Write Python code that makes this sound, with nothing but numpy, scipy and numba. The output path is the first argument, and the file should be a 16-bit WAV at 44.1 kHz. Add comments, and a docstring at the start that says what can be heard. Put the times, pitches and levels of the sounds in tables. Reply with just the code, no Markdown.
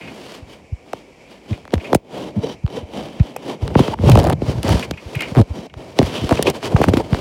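"""Doorway with a quiet room tone; a hand-held phone is carried out through it. Steps and bumps jolt the case:
push-rebound pulses. Fingers tick, skip and judder on it: noise crackles, snaps and slowing harmonic shakes.
Skin and cloth rub over the microphone: uneven noise grains, filtered. Airborne clacks ring its port: damped sines.
The phone's band-splitting filters delay the bass, so every jolt falls in pitch; a limiter holds the peaks."""
import sys
import numpy as np
from scipy import signal
from scipy.fft import rfft, irfft
from scipy.io import wavfile
from scipy.ndimage import uniform_filter1d, minimum_filter1d
from numba import njit

SR = 44100
rng = np.random.default_rng(int(sys.argv[2]) if len(sys.argv) > 2 else 0)


def undo_db(level):
    """Turn decibels back into plain size, where 20 dB means ten times bigger."""
    steps = np.asarray(level, float) / 20
    return 10 ** steps


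def pcm_store(signal):
    """Save signal as 16-bit PCM."""
    levels = np.round(np.clip(np.atleast_2d(signal), -1, 1) * 32767)
    wavfile.write(sys.argv[1], SR, levels.astype(np.int16).T)


N = 317670
TIME_S = np.arange(N) / SR
FREQ_HZ = np.fft.rfftfreq(2 ** 19, 1 / SR)

# room tone spectrum: freq_hz, level_db
ROOM_COLOUR = [(24, -42), (40, 6), (297, -16.5), (354, -21), (467, -3), (1550, -22), (2000, -15),
               (2260, -6), (2570, -11), (3560, -28), (5050, -23), (5440, -22), (6330, -27), (7170, -26),
               (16000, -50)]
ROOM_DB = -52.5
# background level shifts, ducked by the phone's gain control after loud hits, one slight rise:
# centre_s, shift_db, half_width_ms (1/e)
ROOM_SHIFTS = [(2.02, -10, 39), (4.37, 3, 40), (5.71, -5, 31)]
# resonances of the microphone port, strongest near 2.3 kHz: freq_hz, level_db, t60_s
PORT_MODES = [(1950, -19, 0.013), (2186, -5, 0.036), (2390, -2.5, 0.022), (2507, 0.5, 0.024),
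              (2794, -8, 0.038), (5300, -34, 0.022)]
# airborne clacks: start_s, relative_level_db, decay_ms (1/e)
CLACKS = [(.0094, -34.5, 57), (.0742, -35, 13), (1.529, -30, 11), (1.798, -32, 13), (1.8437, -31.5, 40),
          (3.196, -30, 8.8), (3.362, -23, 3.6), (4.825, -21.5, 13), (4.935, -36, 8), (4.973, -32.5, 19),
          (5.1483, -24, 19), (5.191, -23.5, 7.6), (5.2057, -15.5, 9.5), (5.221, -22, 30),
          (5.697, -36.5, 6.4), (6.3724, -19.5, 5.6), (6.468, -13, 11), (6.832, -17, 4.6)]
# rumble while carried, at a scuff of -35 dB: time_s, level_db
CARRY_RUMBLE = [(0, -56), (.43, -47), (1.2, -72), (1.78, -44), (2.05, -53), (2.4, -42), (3.35, -55),
                (3.58, -56), (3.64, -25), (3.85, -28), (4.2, -11.5), (4.4, -22), (4.66, -25), (4.74, -22),
                (4.84, -35), (4.92, -20), (5.0, -54), (5.45, -42), (5.7, -55), (5.95, -43), (6.02, -17),
                (6.17, -47), (6.351, -20), (6.6, -40), (6.88, -19), (7.0, -26), (7.2, -31)]
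# rumble spectrum: freq_hz, level_db
RUMBLE_COLOUR = [(30, -74), (60, -8), (110, -6), (200, -15.5), (350, -56)]
# strokes over the microphone: peak_s, scuff_db, hiss_db, swell_ms, fade_ms (scuff, 20 dB; at least 5 ms)
STROKES = [(0.05, -41, -62, 600, 900), (0.36, -50, -43.5, 700, 62), (0.528, -50.5, -47.5, 107, 96),
           (0.894, -49, -62.5, 102, 352), (0.99, -55, -54.5, 200, 45), (1.2, -56, -65.5, 700, 379),
           (1.316, -44.5, -51.5, 70, 135), (1.515, -37, -45.5, 94, 166), (1.74, -28.5, -47, 37, 50),
           (1.847, -34, -44.5, 119, 152), (1.947, -23, -46, 74, 27), (2.172, -28, -41, 105, 153),
           (2.289, -39.5, -51, 290, 23), (2.372, -32.5, -57, 50, 53), (2.434, -27, -45, 29, 123),
           (2.529, -40, -46.5, 195, 32), (2.769, -28.5, -42, 124, 80), (2.971, -29.5, -43.5, 115, 138),
           (3.058, -42, -52, 126, 125), (3.271, -36, -47, 300, 139), (3.509, -27.5, -40, 158, 73),
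           (3.628, -31, -43, 29, 115), (3.71, -35, -56, 117, 77), (3.793, -20.5, -27.5, 51, 66),
           (3.85, -31.5, -37, 80, 124), (3.941, -26.5, -42, 191, -7), (4.02, -36, -50, 55, 98),
           (4.102, -15.5, -25.5, 97, 170), (4.19, -19.5, -34.5, 120, 61), (4.26, -24.5, -42, 100, 106),
           (4.33, -16.5, -57, 150, 4), (4.43, -33, -50, 55, 80), (4.5, -26.5, -33.5, 103, 76),
           (4.585, -36, -49, 100, 40), (4.716, -20, -26, 105, 151), (4.648, -27, -40, 17, 145),
           (4.849, -57, -36, 300, 15), (4.917, -47, -86, 200, 88), (5.11, -42, -45.5, 340, 481),
           (5.217, -36, -50, 202, 197), (5.303, -45, -48, 181, 77), (5.391, -10.5, -28.5, 31, 29.5),
           (5.575, -34, -47, 161, 97), (5.668, -39, -49, 211, 0), (5.785, -37.5, -53, 42, 196),
           (5.92, -45, -52, 200, 200), (5.995, -26.5, -36, 36, 123), (6.07, -32.5, -34, 62, 54),
           (6.161, -28, -34, 113, 132), (6.27, -32, -37, 124, 100), (6.315, -14, -35, 18, 30),
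           (6.349, -29.5, -30.5, 60, 100), (6.41, -27.5, -43.5, 78, 100), (6.475, -13, -22, 24, 30.5),
           (6.5, -30, -32, 40, 20), (6.557, -27, -34.5, 42, 51), (6.64, -26, -33.5, 24, 99),
           (6.678, -41, -34, 94, 13), (6.72, -28, -46, 40, 63), (6.78, -23.5, -37.5, 73, 93),
           (6.833, -37, -31, 66, 57), (6.9, -27, -46, 81, 88), (7.0, -20.5, -34, 112, 30),
           (7.06, -35, -45.5, 100, 90), (7.144, -25.5, -34.5, 61, 188)]
# scuff spectrum: freq_hz, level_db
SCUFF_COLOUR = [(120, -3), (250, 1), (420, -1.5), (600, -3), (900, -10.5), (1400, -32), (2500, -32)]
# hiss spectrum: freq_hz, level_db
HISS_COLOUR = [(900, 4), (1500, 0), (2300, 0), (3090, 1), (3900, -3.5), (4600, 1), (5200, -2.5), (5720, -5),
               (7000, -5.5), (9200, -7), (10700, -8.5), (13000, -15.5), (16000, -20)]
# narrow bands in the hiss: freq_hz, width_octaves, relative_level_db
HISS_BANDS = [(3063, 0.048, 3.5), (3880, 0.066, 3), (4670, 0.028, -5), (5694, 0.11, 1.5)]
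# band levels against the hiss: time_s, narrow_db, broad_3khz_db
BAND_LEVELS = [(0, -28, -15.5), (2.1, -26, -7), (2.47, -2, -7.5), (3.0, -16, -6), (3.9, -18, -7),
               (4.4, -16, -23), (5.3, -29, -21), (5.6, -8, -15), (6.05, -22, -18), (6.18, -15, -1),
               (6.3, -23, -16), (6.47, -16, -4.5), (6.55, -25, -18), (7.2, -29, -16)]
# case rings under random bumps: freq_hz, width_octaves, relative_level_db, bumps_per_s
BUMPS = [(264, 0.36, -9, 60), (420, 0.27, -4, 110), (583, 0.29, -9.5, 90), (970, 0.18, -17.5, 90)]
# finger judders: start_s, length_s, start_slips_per_s, end_slips_per_s, relative_level_db
JUDDERS = [(1.495, 0.029, 115, 94, -16), (3.762, 0.035, 154, 120, -12.5), (5.36, 0.052, 146, 90, 0),
           (6.011, 0.036, 143, 67, -22)]
# finger skips, runs of ticks: start_s, end_s, ticks_per_s, relative_crackle_db, relative_snap_db
SKIPS = [(4.214, 4.339, 110, -20, -15), (4.665, 4.73, 51, -30, -15), (5.3505, 5.403, 119, -21.5, -10.5)]
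# hard ticks: time_s, relative_crackle_db, bright_offset_db, decay_ms (1/e), relative_snap_db
TICKS = [(0.9323, -21, -1, 2, -13), (1.653, -35, -4, 1.4, -24), (1.678, -35, -5, 1.9, -24),
         (1.707, -33, -12, 1.2, -37), (1.7225, -30, -16, 1.2, -40), (1.7385, -11, -7, 3.6, -5),
         (1.755, -28, -2, 1.4, -21), (1.78, -26, -8, 1.1, -22), (1.9303, -15, -1, 3.8, 0.5),
         (1.948, -9.5, 9.5, 4.6, 0.5), (2.664, -29, -5, 1.1, -22), (2.678, -28, -15, 1.4, -21.5),
         (3.1988, -25, -19, 0.97, -27), (3.3647, -33, 18.5, 2, -16), (3.6787, -12.5, -6.5, 0.76, -16.5),
         (3.704, -36, -10, 1.2, -23), (3.7444, -28, -12, 1.2, -38), (3.7533, -27, -22, 1.3, -0.5),
         (3.795, -17, 5, 1.6, -3), (3.8798, -18, -19, 3.3, -8.5), (3.94, -25, -4, 1.2, -12.5),
         (3.9882, -46, -21, 1.2, -15.5), (4.0976, -5, 3, 1.7, 1), (4.1178, -7, -2, 4.8, -4),
         (4.1542, -1.5, -5, 4.7, -5), (4.174, 0, -5, 0.53, 0), (4.19, -10, 4, 2.2, -32),
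         (4.1996, -8, -3, 1.3, -32), (4.271, -16, 1, 1.9, -6), (4.2995, -13, 9, 1.3, -1.5),
         (4.328, -12.5, -3, 1.3, -19), (4.419, -26, -18, 2.2, -25), (4.6314, -9.5, -0.5, 1.3, -40),
         (4.6814, -8, -13, 0.7, -16), (4.6923, -19.5, 9, 1.8, -6), (4.7953, -12.5, -2.5, 1.7, -13),
         (4.911, -11, -5, 1.8, -16), (5.154, -26.5, 8.5, 1.8, -45), (5.2085, -20, 5, 1.7, -37),
         (5.2216, -17.5, 4, 1.2, -20), (5.414, -20, -4, 3.8, -11), (5.7396, -33.5, -8, 2.3, -22.5),
         (5.9893, 5.5, -10, 1.14, -2), (6.016, -25, -12, 1.2, -12), (6.0297, -12.5, 2, 0.78, -15),
         (6.293, -14.5, 0, 1.6, -28), (6.3103, -20, 4, 1.2, -4.5), (6.3253, -20.5, 10, 1.2, 0),
         (6.3914, -20, -19, 1.2, -8.5), (6.4262, -7, 6.5, 2.7, -40), (6.471, -26, 1, 1.1, -19),
         (6.5007, -10.5, 6.5, 1.4, -28), (6.6282, -23, -33, 2.9, -12.5), (6.7648, -18.5, -20, 5.8, -1.5),
         (6.817, -18.5, 6, 1.9, -3), (6.8382, -16, -0.5, 7.8, -13), (6.8845, -18, -1.5, 11, -2),
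         (6.9357, -16.5, -6, 8.3, -4.5), (6.9706, -16.5, -1.5, 5.9, -5), (7.131, -18, -15, 1, -8.5),
         (7.146, -16.5, -10, 1.7, -6.5)]
# case jolts: time_s, relative_level_db, pitch_hz, half_width_cycles (1/e, at least 0.2)
JOLTS = [(0.416, -28.5, 70.4, 0.34), (0.717, -15.5, 85.5, 0.57), (0.9336, -12.5, 710, 0.58),
         (1.5109, -16, 102, 1.25), (1.734, -0.5, 358, 0.38), (1.7547, -12.5, 79.5, 1.36),
         (1.9194, -15, 330, 0.81), (1.93, 2, 550, 0.43), (1.9491, 8.5, 473, 0.35), (2.362, -15, 168, 1.03),
         (2.3717, -11, 168, 0.66), (2.3812, -14, 168, 0.66), (2.439, -15.5, 451, 3.4),
         (2.6362, -7.5, 107, 0.51), (2.7752, -17.5, 460, 1.8), (2.8224, -27.5, 81.5, 0.98),
         (3.197, 1.5, 107, 0.46), (3.362, -17.5, 654, 0.9), (3.619, -11, 82, 0.62),
         (3.7552, 11.5, 304, 0.18), (3.7575, -11, 1030, 1.8), (3.791, -1.5, 820, 0.76),
         (3.7986, 5, 271, 0.61), (3.8802, -5, 497, 0.38), (3.8878, -21, 100, 0.96), (3.938, -16, 896, 9),
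         (3.9916, -13.5, 198, 0.75), (4.0361, -2.5, 287, 0.26), (4.0703, -26, 616, 1.3),
         (4.0899, 5.5, 420, 0.27), (4.0973, 7.5, 164, 0.65), (4.122, -1, 104.5, 3.5),
         (4.1557, 19, 776, 0.56), (4.1608, -0.5, 140, 0.44), (4.1745, 5.5, 422, 0.4),
         (4.267, -11.5, 162, 3.5), (4.2461, -6, 657, 1.7), (4.2669, -6, 640, 1.4),
         (4.3043, -4.5, 660, 0.81), (4.3264, -11, 144, 0.86), (4.4182, -2.5, 256, 0.17),
         (4.4768, -10.5, 119, 0.81), (4.492, -11, 272, 0.36), (4.6423, -12, 235, 0.63),
         (4.6975, -14, 673, 1.4), (4.7189, -11.5, 153, 3.6), (4.7367, -1.5, 127, 0.21),
         (4.9092, -11.5, 358, 0.34), (5.052, -25, 81, 0.58), (5.158, -15.5, 128, 1.04),
         (5.314, -19.5, 172, 0.56), (5.3726, -0.5, 133, 1.7), (5.4119, -9.5, 395, 0.57),
         (5.4974, -15.5, 79, 0.85), (5.582, -23, 187, 1.5), (5.758, -25.5, 82.6, 0.42),
         (5.9895, 8.5, 420, 0.22), (5.9969, -0.5, 315, 0.44), (6.014, -5, 606, 0.65),
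         (6.022, -3, 191, 0.32), (6.213, -18.5, 113.4, 1.2), (6.2345, -7, 148, 0.19),
         (6.2928, -12.5, 950, 0.55), (6.3143, 4, 239, 0.18), (6.3923, -4, 470, 0.73),
         (6.4231, -15.5, 560, 1.3), (6.4559, -14, 563, 0.92), (6.4778, -3.5, 373, 1.5),
         (6.491, -7.5, 471, 0.42), (6.7384, 1.5, 124, 0.55), (6.7621, -4.5, 825, 0.38),
         (6.8005, -3, 330, 0.37), (6.814, 1.5, 554, 0.43), (6.8404, 1.5, 940, 0.29), (6.8764, 1, 166, 0.24),
         (6.8876, 0, 350, 0.22), (6.935, -1.5, 350, 0.63), (6.9687, -5, 284, 1), (6.9947, -15.5, 324, 1.2),
         (7.0045, -13, 720, 0.69), (7.1202, -3.5, 134.5, 0.42)]


def unit(x):
    """Scale to rms 1."""
    return x / np.sqrt(np.mean(x ** 2))


def shape(x, response):
    """Filter by a response given on FREQ_HZ."""
    return irfft(rfft(x, 2 * len(FREQ_HZ) - 2) * response)[:N]


def colour(x, points):
    """Filter by freq_hz, level_db points; rms 1."""
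    hz, db = np.transpose(points)
    response_db = np.interp(np.log(FREQ_HZ + 1), np.log(hz), db, left=-60, right=-80)
    return unit(shape(x, undo_db(response_db)))


def band(x, hz, octaves):
    """Bell-shaped band on a log-frequency axis."""
    return shape(x, np.exp(-(np.log2(FREQ_HZ / hz + 1e-9) / octaves) ** 2))


def walk(rate_hz):
    """Random levels held 1 / rate_hz and slewed; rms 1."""
    hold = max(int(SR / rate_hz), 2)
    steps = np.repeat(rng.standard_normal(N // hold + 1), hold)
    return unit(uniform_filter1d(steps, hold)[:N])


def grit(spread_db, flicker_db, rate_hz):
    """Noise of uneven grains whose pressure flickers."""
    level_db = spread_db * rng.exponential(size=N) + flicker_db * walk(rate_hz)
    return rng.standard_normal(N) * undo_db(level_db)


def add(out, s, burst):
    """Mix in a burst centred on time s."""
    i = int(s * SR) - len(burst) // 2
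    out[max(i, 0):i + len(burst)] += burst[max(-i, 0):N - i]


@njit
def follow(x, release):
    """Peak follower: rises at once, sinks by a factor per sample."""
    e, out = 0., np.empty(len(x))
    for i in range(len(x)):
        e = max(abs(x[i]), e * release)
        out[i] = e
    return out


def room_tone():
    """Coloured, slowly flickering noise whose level follows the listed shifts."""
    shift_db = sum(db * np.exp(-((TIME_S - s) * 1000 / ms) ** 2) for s, db, ms in ROOM_SHIFTS)
    return undo_db(ROOM_DB + shift_db) * colour(grit(.3, 1.6, 25), ROOM_COLOUR)


def clacks():
    """Each airborne clack is a fading shower of small blows that ring the microphone port."""
    force = np.zeros(N)
    t = np.arange(-4000, 4000) / SR
    for s, db, decay_ms in CLACKS:
        add(force, s, undo_db(db) * (t > 0) * np.exp(-np.abs(t) * 1000 / max(decay_ms, 1)))
    t = t[4000:]
    ring = np.zeros(len(t))
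    for hz, db, t60_s in PORT_MODES:
        ring += undo_db(db) * np.sin(2 * np.pi * hz * t) * np.exp(-np.log(1000) * t / t60_s)
    blows = force * unit(grit(1.8, 0.79, 200))
    return undo_db(-23.5) * signal.fftconvolve(blows, ring)[:N]


def carry_rumble(scuff):
    """Low flickering noise of carrying; swells a little with each stroke."""
    level = undo_db(np.interp(TIME_S, *np.transpose(CARRY_RUMBLE)))
    swell = (scuff / undo_db(-35)) ** 0.16
    return level * swell * colour(grit(3.26, 5.7, 12), RUMBLE_COLOUR)


def strokes(hiss_power=1.3, roundness=1.35):
    """Pressure swells to each peak and fades; the hiss swings wider than the scuff."""
    t = np.arange(0, N, 32) / SR
    scuff, hiss = np.full((2, len(t)), 1e-5)
    for s, scuff_db, hiss_db, swell_ms, fade_ms in STROKES:
        side_ms = np.where(t < s, max(swell_ms, 5), max(fade_ms, 5))
        down_db = -20 * (1000 * np.abs(t - s) / side_ms) ** roundness
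        scuff += undo_db(scuff_db + down_db)
        hiss += undo_db(hiss_db + hiss_power * down_db)
    return [np.interp(TIME_S, t, v) for v in (scuff, hiss)]


def airy_hiss(grain, scuff, hiss):
    """Treble of the rubbing; brightens as it falls behind the scuff."""
    usual_gap_db, bright_db, bright_db_per_db = 17.5, -4.5, 0.23
    gap_db = np.clip(20 * np.log10(scuff / hiss) - usual_gap_db, -8, 16)
    bright = undo_db(bright_db + bright_db_per_db * gap_db)
    airy = colour(grain, HISS_COLOUR)
    airy = airy + (bright - 1) * band(airy, 10600.0, 0.99)
    s, *columns = np.transpose(BAND_LEVELS)
    narrow, broad = (undo_db(np.interp(TIME_S, s, db)) for db in columns)
    peaks = sum(undo_db(db) * unit(band(grain, hz, width)) for hz, width, db in HISS_BANDS)
    airy = airy + broad * unit(band(grain, 3080.0, 0.27)) + narrow * unit(peaks)
    return hiss * airy


def rubbing(scuff, hiss):
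    """Scuff and hiss share one grain, so they flicker together."""
    grain = grit(2.5, 1.2, 120)
    return scuff * colour(grain, SCUFF_COLOUR) + airy_hiss(grain, scuff, hiss)


def crunch(pressure, db, power, per_s, hz, octaves):
    """Random small slips ring a band; power > 1 makes them grow faster than the pressure."""
    slips = (rng.random(N) < per_s / SR) * rng.standard_normal(N)
    return undo_db(db) * pressure ** power * unit(band(slips, hz, octaves))


def bumps(scuff):
    """Random bumps under the rubbing make the case ring briefly."""
    return sum(crunch(scuff, db, 1.246, per_s, hz, width) for hz, width, db, per_s in BUMPS)


def judders():
    """Stick and slip shake the case at a slowing rate."""
    out = np.zeros(N)
    for s, length_s, fast_hz, slow_hz, db in JUDDERS:
        part = np.linspace(0, 1, int(length_s * SR))
        phase = 2 * np.pi * length_s * part * (fast_hz + (slow_hz - fast_hz) * part / 2)
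        shake = np.sin(phase) + 0.52 * np.sin(2 * phase) + 0.21 * np.sin(3 * phase)
        envelope = np.sqrt(np.sin(np.pi * part) + 1e-9)
        add(out, s + length_s / 2, undo_db(db) * envelope * shake)
    return out


def skips():
    """Tick rows for each finger skip: nearly even gaps, uneven strength."""
    bright_db, decay_ms, scatter_db = -1.5, 1.7, 4
    rows = []
    for start_s, end_s, per_s, db, snap_db in SKIPS:
        chance = rng.standard_normal((40, 4))
        times = start_s + (np.arange(40) + 0.055 * chance[:, 0]) / per_s
        for s, c in zip(times[times < end_s + .002], scatter_db * chance):
            rows.append((s, db + c[1], bright_db + c[2], decay_ms, snap_db + c[3]))
    return rows


def ticks(dull_hz=2710.0, bright_hz=7800.0, snap_hz=685.0):
    """A single snap of the case plus a crackle of a few milliseconds, with dull and bright shares."""
    dull, bright, snap = np.zeros((3, N))
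    t = np.arange(-800, 800) / SR + .0007  # the crackle leads the snap by 0.7 ms
    for s, db, bright_db, decay_ms, snap_db in TICKS + skips():
        fade = (t > 0) * np.exp(-np.abs(t) * 1000 / max(decay_ms, .2))
        burst = fade * rng.standard_normal((2, len(t)))
        # the energy of the fade, whatever the draw
        burst = burst * np.sqrt(np.sum(fade ** 2) / np.sum(burst ** 2, axis=1, keepdims=True))
        add(dull, s, undo_db(db) * burst[0])
        add(bright, s, undo_db(db + bright_db) * burst[1])
        snap[int(s * SR)] += undo_db(snap_db)
    crackle = undo_db(3) * band(dull, dull_hz, 1.05) + undo_db(-8.5) * band(bright, bright_hz, 1.0)
    return crackle + undo_db(23.5) * band(snap, snap_hz, 1.39)


def jolts(edge=1.0, edge_cycles=0.21):
    """A push and rebound of the case, with a sharper edge at the middle, where push turns to rebound."""
    out = np.zeros(N)
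    for s, db, hz, width_cycles in JOLTS:
        half = int(5 * SR / hz)
        cycles = np.arange(-half, half) * hz / SR
        push = np.sin(2 * np.pi * cycles) * np.exp(-(cycles / max(width_cycles, .2)) ** 2)
        push += edge * cycles / edge_cycles * np.exp(-np.abs(cycles) / edge_cycles)
        add(out, s, undo_db(db) * push)
    return out


def scene():
    """Sum of all layers; the stroke pressure drives rumble, rubbing, slips and bumps."""
    scuff, hiss = strokes()
    background = room_tone() + clacks() + carry_rumble(scuff)
    slips = crunch(scuff, db=2.0, power=1.618, per_s=450., hz=628.0, octaves=0.79)
    rub = rubbing(scuff, hiss) + slips + bumps(scuff)
    return (background + rub + judders() + ticks() + jolts())[None]


def roll_off(x):
    """The treble ends steeply here."""
    return signal.sosfilt(signal.butter(12, 16820, fs=SR, output="sos"), x)


def record(dry):
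    """Bass cut, delay that grows toward the bass, top cut, slow gain control, limiter."""
    delay_s = .004 * (500 / (FREQ_HZ + 60)) ** 1.2
    # phase is the integral of group delay over frequency
    lag = np.exp(-2j * np.pi * np.cumsum(delay_s) * FREQ_HZ[1])
    cut = (FREQ_HZ <= 16000) / np.sqrt(1 + (55 / (FREQ_HZ + 1)) ** 8)
    x = shape(dry[0], lag * cut)
    gain_from_db, gain_power, recover_s = -18.5, 0.15, 0.13
    loud = follow(x, np.exp(-1 / (recover_s * SR))) / undo_db(gain_from_db)
    x = x * uniform_filter1d(np.maximum(loud, 1) ** -gain_power, size=441) * undo_db(1.5)
    ceiling, release_s = .92, 0.0072
    gain = ceiling / np.maximum(follow(x, np.exp(-1 / (release_s * SR))), ceiling)
    # the limiter looks a millisecond ahead
    gain = uniform_filter1d(minimum_filter1d(gain, size=89), size=45)
    return roll_off((x * gain)[None])


dry = scene()
out = record(dry)
pcm_store(out)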